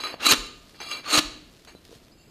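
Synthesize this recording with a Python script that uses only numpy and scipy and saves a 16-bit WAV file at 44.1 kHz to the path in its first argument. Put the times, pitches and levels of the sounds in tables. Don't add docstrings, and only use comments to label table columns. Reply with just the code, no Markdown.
import sys
import numpy as np
from scipy import signal
from scipy.fft import rfft, irfft
from scipy.io import wavfile
from scipy.ndimage import uniform_filter1d

SR = 44100
rng = np.random.default_rng(int(sys.argv[2]) if len(sys.argv) > 2 else 0)


def volts_from_decibels(level):
    exponent = np.asarray(level, float) / 20
    return 10 ** exponent


def materialize(psi):
    bounded = np.clip(np.atleast_2d(psi).T, -1, 1)
    quanta = np.round(bounded * 32767).astype(np.int16)
    wavfile.write(sys.argv[1], SR, quanta)


N = 101430


def evened(x):
    return x / np.sqrt(np.mean(x ** 2) + 1e-20)


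def waver(n, length):
    return evened(uniform_filter1d(rng.standard_normal(n), length))


def highpass(x, order, hz):
    return signal.sosfilt(signal.butter(order, hz, "high", fs=SR, output="sos"), x)


def thin(x):
    return highpass(x, 4, 100)


def read(points, hz):
    f, value = np.transpose(points)
    return np.interp(np.log(hz + 1), np.log(f + 1), value)


def colour(x, points):
    hz = abs(np.fft.fftfreq(4096, 1 / SR))
    octaves_below = np.maximum(np.log2(points[0][0] / (hz + 1)), 0)
    log_gain = np.log(volts_from_decibels(read(points, hz) - 4.5 * octaves_below) + 1e-5)
    taps = np.fft.ifft(np.exp(log_gain - 1j * signal.hilbert(log_gain).imag)).real[:2048]
    return signal.oaconvolve(x, taps / np.linalg.norm(taps))[:N]


def ring(x, modes, damp=0.59, shift_db=0., shift_s=.02):
    t = np.arange(3000) / SR
    taps = []
    for hz, width, db in modes:
        decay = t * np.exp(-5 * width * damp * t)
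        taps.append(volts_from_decibels(db) * width ** 2 * decay * np.sin(2 * np.pi * hz * t))
    taps = np.array(taps)
    knots = np.arange(0, N / SR + 1, shift_s)
    drift = rng.standard_normal((len(knots), len(modes)))
    spot = np.array([np.interp(np.arange(N) / SR, knots, volts_from_decibels(shift_db * d)) for d in drift.T])
    fed = x * spot / np.sqrt((spot ** 2).mean())
    return signal.oaconvolve(fed, taps / np.linalg.norm(taps), axes=1)[:, :N].sum(0)


def grit(per_s, spread_db, lumpy_db, lump_s):
    hit = rng.random(N) < per_s / SR
    size = np.minimum(rng.exponential(1, N), 4)
    sign = rng.choice([-1., 1.], N)
    lump = waver(N, max(int(lump_s * SR), 1))
    return evened(hit * sign * volts_from_decibels(spread_db * size + lumpy_db * lump))


def force(strokes):
    t, main, second = np.arange(N) / SR, np.zeros(N), np.zeros(N)
    for rows in strokes:
        s, db, more_db = np.transpose(rows)
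        level = np.interp(t, s, db, -140, -140)
        main += volts_from_decibels(level)
        second += volts_from_decibels(level + np.interp(t, s, more_db))
    return main, second


# (frequency [Hz], density [dB per Hz])
HUM_SPECTRUM = [(12, -20.5), (20, 5), (313, 2.5), (873, -12), (3700, -16.5), (4370, -19), (5610, -25),
                (14000, -25), (15200, -50.5)]
HUM_DB = -56


def hum():
    hz = np.fft.rfftfreq(N, 1 / SR)
    spectrum = rfft(rng.standard_normal(N)) * volts_from_decibels(read(HUM_SPECTRUM, hz)) * (hz > 18)
    return volts_from_decibels(HUM_DB + 0.5 * waver(N, 2500)) * evened(irfft(spectrum, N))


# (frequency [Hz], t60 [s])
ROOM_DECAY = [(60, 1), (300, 0.81), (1100, 0.51), (2900, 0.63), (7700, 0.49), (14000, 0.27)]
ROOM_GAP_S = 0.017


def room(x):
    taps = np.zeros(SR)
    at = np.arange(0, SR - 20, 20) + rng.integers(0, 20, SR // 20 - 1)
    taps[at] = rng.choice([-1., 1.], at.shape) * np.clip(at / SR / ROOM_GAP_S, 0, 1) ** 2
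    hz, t, z = signal.stft(taps, SR, nperseg=256)
    tail = signal.istft(z * volts_from_decibels(-60 * t / read(ROOM_DECAY, hz)[:, None]), SR, nperseg=256)[1]
    return signal.fftconvolve(x, tail / np.linalg.norm(tail))[:N]


# (centre [s], half length [s], level [dB])
SHUFFLES = [
    (0.677, 0.15, -57.5),
    (1.6, 0.2, -59.5),
    (1.865, 0.042, -64.5),
    (1.934, 0.035, -57),
    (2.007, 0.11, -61.5),
]
# (frequency [Hz], density [dB per Hz])
RUSTLE = [(410, -21.5), (700, 4.5), (747, -16.5), (942, -5.5), (2040, -8), (4260, -2), (15200, -21)]


def shuffles():
    t = np.arange(N) / SR
    swell = sum(volts_from_decibels(db) * np.exp(-((t - s) / half) ** 2) for s, half, db in SHUFFLES)
    return colour(grit(5000, 4.4, 1.08, 0.0037) * swell, RUSTLE)


# (time [s], peak [dB], centre [Hz], width [Hz])
CHIPS = [(.038, -24, 1700, 2500), (.1412, -22, 700, 900), (.466, -41, 10400, 3100), (.761, -47, 7000, 6000),
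         (.8035, -32, 1000, 1300), (.938, -36, 9600, 6100), (.968, -42, 9000, 6000),
         (1.016, -47, 9000, 6000), (1.117, -24, 900, 900), (1.152, -17, 800, 500),
         (1.6495, -34, 3000, 6000), (1.688, -46, 2500, 4000), (1.7505, -33.5, 256, 190),
         (1.784, -50, 3200, 2000), (1.852, -34, 3900, 5100), (1.8935, -44, 462, 150),
         (1.9145, -40, 462, 80), (1.9275, -39, 465, 110), (1.9585, -43, 150, 80), (2.083, -44, 3050, 3400)]


def chips():
    out, t = np.zeros(N + SR), np.arange(2000) / SR
    for s, db, hz, width in CHIPS:
        decay = 0.0648 * volts_from_decibels(-60 * t / 0.044) + 0.2 * volts_from_decibels(-60 * t / 0.0053)
        tail = rng.standard_normal(2000) * decay
        tail[0] = 1.3
        mode = np.exp(-np.pi * width * t[:900]) * np.sin(2 * np.pi * hz * t[:900])
        tick = highpass(np.convolve(tail, mode), 2, hz / 3)
        out[round(s * SR):][:len(tick)] += volts_from_decibels(db) * tick / abs(tick).max()
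    return out[:N]


# (time [s], level [dB], frequency [Hz])
ROCKS = [
    (0.366, -36.5, 38.2),
    (1.233, -39, 39.9),
]
ROCK_RISE_S, ROCK_FALL_S, ROCK_AFTER_DB, ROCK_T60_S = .04, .03, -11, 1.1


def rocks():
    out, t = np.zeros(N + SR), np.arange(SR // 2) / SR
    late = np.maximum(t - ROCK_RISE_S, 0)
    swing = np.exp(-(late / ROCK_FALL_S) ** 2) + volts_from_decibels(ROCK_AFTER_DB - 60 * late / ROCK_T60_S)
    rise = np.sin(np.pi / 2 * np.minimum(t / ROCK_RISE_S, 1)) ** 2
    for s, db, hz in ROCKS:
        out[round(s * SR):][:len(t)] += volts_from_decibels(db) * rise * swing * np.sin(2 * np.pi * hz * t)
    return out[:N]


# (time [s], level [dB], frequency [Hz])
THUDS = [
    (0.324, -24.5, 134.7),
    (1.178, -22.5, 131.3),
]
THUD_RISE_S, THUD_T60_S, THUD_SAG_PER_S = 0.00058, 0.038, 3.3


def thuds():
    out, t = np.zeros(N + SR), np.arange(SR // 2) / SR
    cycles_per_hz = (1 - np.exp(-THUD_SAG_PER_S * t)) / THUD_SAG_PER_S
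    for s, db, hz in THUDS:
        gain = volts_from_decibels(db - 60 * t / THUD_T60_S) * np.minimum(t / THUD_RISE_S, 1)
        out[round(s * SR):][:len(t)] += gain * np.sin(2 * np.pi * hz * cycles_per_hz)
    return out[:N]


# (start [s], end [s], level [dB])
BOOMS = [
    (0.279, 0.351, -35),
    (1.121, 1.194, -30.5),
]
BOOM_HZ, BOOM_RISE_S, BOOM_FALL_S, BOOM_T60_S, BOOM_AFTER_DB = 301.9, 0.011, 0.0092, 0.48, -7.5


def booms():
    t, gain = np.arange(N) / SR, np.zeros(N)
    for start, end, db in BOOMS:
        late = np.maximum(t - end, 0)
        fall = np.exp(-late / BOOM_FALL_S) + volts_from_decibels(BOOM_AFTER_DB - 60 * late / BOOM_T60_S)
        gain += volts_from_decibels(db) * np.clip((t - start) / BOOM_RISE_S, 0, 1) * fall
    drift = waver(N, 900)
    phase = 2 * np.pi * np.cumsum(BOOM_HZ * (1 + 0.014 * drift)) / SR
    return gain * volts_from_decibels(1.06 * drift) * np.sin(phase)


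# (frequency [Hz], density [dB per Hz])
RASP = [(150, -37.5), (250, 6.5), (2800, 2.5), (3750, -11), (4370, 3.5), (5650, -21), (15000, -23)]


def wood_rasp(x):
    return colour(x, RASP)


# (start [s], length [s], level [dB], blade lean, rub over squeak [dB])
TOUCHES = [
    (1.67, 0.07, -53, -1.2, 2),
    (1.749, 0.027, -58.5, -1.5, -1),
    (2.107, 0.054, -58.5, 1, -7),
    (2.155, 0.22, -63.5, 0.54, -21),
]
# (frequency [Hz], width [Hz], level [dB], gain by leaning [dB])
TIP = [(2336, 23, -3, 0), (2770, 20, 1, 3), (4010, 37, -0.5, -4), (4480, 53, 1.5, 4.5), (4990, 42, -3, 14),
       (6550, 130, -4.5, -2), (7250, 32, -2.5, 9), (7800, 51, -5, 4.5), (9300, 51, -13.5, -5),
       (10750, 46, -19.5, 1.5), (12440, 47, -17.5, -1.5)]


def touches():
    t, squeak, rub = np.arange(N) / SR, np.zeros(N), np.zeros(N)
    grains = grit(3000, 1.2, 1.9, 0.0068)
    for s, length, db, lean, rub_db in TOUCHES:
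        swell = np.clip(np.minimum((t - s) / 0.0041, (s + length - t) / 0.047), 0, 1)
        drive = volts_from_decibels(db) * swell * grains
        modes = [(hz, width, top + lean * gain) for hz, width, top, gain in TIP]
        squeak += ring(drive, modes, 0.97, 2.5, 0.039)
        rub += volts_from_decibels(rub_db) * drive
    return thin(squeak + wood_rasp(rub))


def wavering_tones(rows, shake):
    rise_s, wobble_db, wobble_hz = 0.0032, 0.5, 35
    t, out = np.arange(N) / SR, np.zeros(N)
    for s, length, db, hz, t60 in rows:
        at = slice(round(s * SR), round((s + length + t60) * SR))
        u = t[at] - s
        smooth = [uniform_filter1d(uniform_filter1d(v, 120), 120) for v in rng.standard_normal((2, SR))]
        level, pitch = (evened(v)[:len(u)] for v in smooth)
        fall_db = 60 * np.maximum(u - length, 0) / t60
        gain = np.clip(u / rise_s, 0, 1) * volts_from_decibels(db + wobble_db * level - fall_db)
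        out[at] += gain * np.sin(2 * np.pi * np.cumsum(hz + shake * wobble_hz * pitch) / SR)
    return out


# (time [s], level [dB], frequency [Hz], t60 [s])
RINGS = [(.36, -36, 2780, 0.41), (0.35, -41.5, 1222, 0.79), (0.27, -50.5, 4300, 0.92),
         (0.31, -37, 480, 0.43), (1.2, -40, 1227, 0.43), (1.18, -37, 4350, 0.52), (1.23, -46.5, 295, .7)]


def rings():
    return wavering_tones([(s, 0, db, hz, t60) for s, db, hz, t60 in RINGS], .6)


# (start [s], length [s], level [dB], frequency [Hz])
SQUEALS = [(0, 0.011, -34.5, 4000), (0.035, 0.033, -33.5, 4005), (0.065, 0.0087, -31, 4025),
           (0.081, 0.033, -40, 4020), (.04, 0.023, -32, 1233), (0.072, 0.0092, -41, 2790),
           (0.091, 0.0097, -40.5, 2440), (0.024, 0.031, -38, 4010), (.23, 0.0064, -46, 12200),
           (0.235, 0.017, -33.5, 2750), (.249, 0.017, -19, 3946), (.264, 0.0042, -10, 3990),
           (.277, 0.05, -21, 3980), (0.281, 0.011, -21, 1198), (0.299, 0.015, -19, 6400),
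           (.313, .004, -18.5, 12450), (0.228, 0.081, -28, 2750), (0.801, .008, -39.5, 6220),
           (0.825, 0.018, -44, 3910), (.909, 0.042, -36.5, 2750), (0.911, 0.048, -37, 4470),
           (.91, 0.066, -39, 2340), (0.914, 0.013, -38, 1232), (1.047, 0.0073, -46, 2750),
           (1.056, 0.084, -38.5, 4340), (1.059, .025, -37.5, 1182), (1.107, 0.023, -25, 4360),
           (1.108, 0.0051, -24.5, 2750), (1.125, 0.034, -21.5, 3970), (1.121, 0.043, -38, 8920),
           (1.122, 0.054, -28.5, 1217), (1.157, 0.0068, -26.5, 9070), (1.684, .022, -57, 4330),
           (1.718, .025, -63, 2340), (1.752, 0.023, -56.5, 4030), (2.168, 0.095, -68, 2750),
           (2.195, .04, -63.5, 4490)]
SQUEAL_T60_S = .03


def squeals():
    return wavering_tones([(*row, SQUEAL_T60_S) for row in SQUEALS], 1)


# (lowest [Hz], highest [Hz], width [Hz], tilt [dB per octave], spread [dB])
MINOR = (1999.5, 15009, 54.5, -7.5, 6.5)


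def minor_modes(count):
    lo, hi, width, tilt_db, spread_db = MINOR
    hz = lo + (hi - lo) * (np.arange(count) + rng.random(count)) / count
    db = tilt_db * np.log2(hz / lo) + spread_db * rng.standard_normal(count)
    return [(f, width, level) for f, level in zip(hz, db)]


# (centre [s], swell [dB])
BITES = [(0.038, 4), (0.07, -3.5), (0.252, -25), (0.267, 3), (0.313, -4.5), (0.915, -1), (1.11, -20),
         (1.176, -1), (1.187, -4), (1.143, -5), (0.322, -1)]
BITE_S = 0.0025


def bites():
    t = np.arange(N) / SR
    return 1 + sum(volts_from_decibels(db) * np.exp(-((t - s) / BITE_S) ** 2) for s, db in BITES)


# (time [s], force [dB], wood rasp over force [dB])
DRAGS = [
    [(0, -34.5, -3.5), (.03, -41.5, -8), (.04, -35.5, -4.5), (.07, -40.5, 4), (.12, -45.5, 5),
     (.15, -56.5, 12)],
    [(.745, -58, 5.5), (.797, -51, -14), (.803, -37.5, 0), (.83, -41.5, -6), (.898, -41, -7.5),
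     (.916, -35, -5), (.975, -40.5, -2), (1.0, -47.5, 1), (1.03, -67, -1)],
]
# (frequency [Hz], width [Hz], level [dB])
BLADE_FREE = [(1222, 84, -6), (2365, 21, -4), (2778, 31, -2.5), (3316, 190, -14.5), (3990, 30, -1.5),
              (4374, 43, -9), (4474, 37, -1.5), (5000, 110, -11.5)]
# (frequency [Hz], width [Hz], level [dB])
SOCKET = [(6440, 100, 5.5), (6660, 98, 1.5), (7790, 70, 1), (9450, 70, -0.5), (9700, 88, -4),
          (10700, 40, -9), (11000, 78, -5.5), (12500, 60, -8), (13200, 58, -8), (14500, 50, -12)]
SOCKET_DB, SOCKET_WAKES_DB = -10, -44


def drags():
    skate, rasp = force(DRAGS)
    drive = grit(6000, 4.0, 1.1, 0.011) * skate
    blade = ring(drive, BLADE_FREE, 0.97, 1.5, 0.022)
    awake = np.minimum(skate / volts_from_decibels(SOCKET_WAKES_DB), 1)
    socket = volts_from_decibels(SOCKET_DB) * ring(drive * awake, SOCKET, 1.0, 3, 0.012)
    return blade + socket + wood_rasp(grit(7000, 1.5, 2.0, 0.004) * rasp), drive


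# (time [s], blade force [dB], bark tearing over force [dB])
PUSHES = [
    [(.18, -76, 12), (.205, -49, 13.5), (.245, -32.5, 4), (.255, -21.5, -2.5), (.28, -21, -7),
     (.312, -17, -1.5), (.33, -30, 14.5), (.338, -37.5, 17), (.358, -57, 17.5)],
    [(1.03, -63, 10), (1.05, -48.5, 8), (1.1, -30.5, -0.5), (1.145, -21, -2), (1.168, -22, -1.5),
     (1.177, -23, 1), (1.192, -32.5, 16), (1.2, -41.5, 9.5), (1.22, -57, 11)],
]
# (frequency [Hz], width [Hz], level [dB])
BLADE_LOADED = [(1242, 60, -6.5), (1460, 240, -21.5), (2455, 150, -4), (2750, 54, -0.5), (4015, 65, 1),
                (4401, 55, -0.5), (6290, 79, -8), (6617, 50, -1.5), (7180, 75, -7), (7740, 50, -11),
                (8968, 140, -8.5), (10670, 47, -18.5), (12300, 110, -14.5)]
# (frequency [Hz], density [dB per Hz])
TEAR = [(130, -54.5), (220, -0.5), (937, -4.5), (1250, 2.5), (1930, -4), (4060, -1), (12800, -21),
        (15000, -24)]
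BARK_DAMP_HZ, BRIGHT_HZ, BRIGHT_PER_DB, FULL_DB = 34.8, 4600, .5, -21


def pushes():
    blade, tear = force(PUSHES)
    drive = grit(6000, 3.4, 2.0, .004) * blade
    loaded = [(hz, width + BARK_DAMP_HZ, db) for hz, width, db in BLADE_LOADED]
    cut = ring(drive, loaded, 0.99, 2.0, 0.011)
    torn = colour(grit(6000, 2.4, 1.1, 0.004) * tear, TEAR)
    treble = signal.butter(2, BRIGHT_HZ, "high", fs=SR, output="sos")
    cut_top, torn_top = signal.sosfiltfilt(treble, [cut, torn])
    bright = np.minimum(((blade + tear) / volts_from_decibels(FULL_DB)) ** BRIGHT_PER_DB, 1)
    cut -= cut_top * (1 - bright ** .5)
    torn -= torn_top * (1 - bright ** 2)
    return cut + torn, drive * bright


def spade():
    push, push_drive = pushes()
    drag, drag_drive = drags()
    minor_drive = volts_from_decibels(-12.5) * push_drive + volts_from_decibels(-13) * drag_drive
    minor = ring(minor_drive, minor_modes(30), 0.81, 6.3, 0.053)
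    return bites() * thin(push + drag + minor)


ROOM_DB, SQUEAL_ROOM_DB = -15.5, -5


def scene():
    near = shuffles() + chips() + rocks() + thuds() + booms() + touches() + spade()
    sing = rings() + squeals()
    echo = volts_from_decibels(ROOM_DB) * room(near + volts_from_decibels(SQUEAL_ROOM_DB) * sing)
    return (near + sing + echo + hum())[None]


def roll_off(x):
    return signal.sosfilt(signal.butter(12, 15400, fs=SR, output="sos"), x)


def record(dry):
    edge = signal.firwin(511, 15150, window=("kaiser", 9), fs=SR)
    mix = signal.oaconvolve(dry, edge[None], "same")
    return roll_off(mix)


dry = scene()
out = record(dry)
materialize(out)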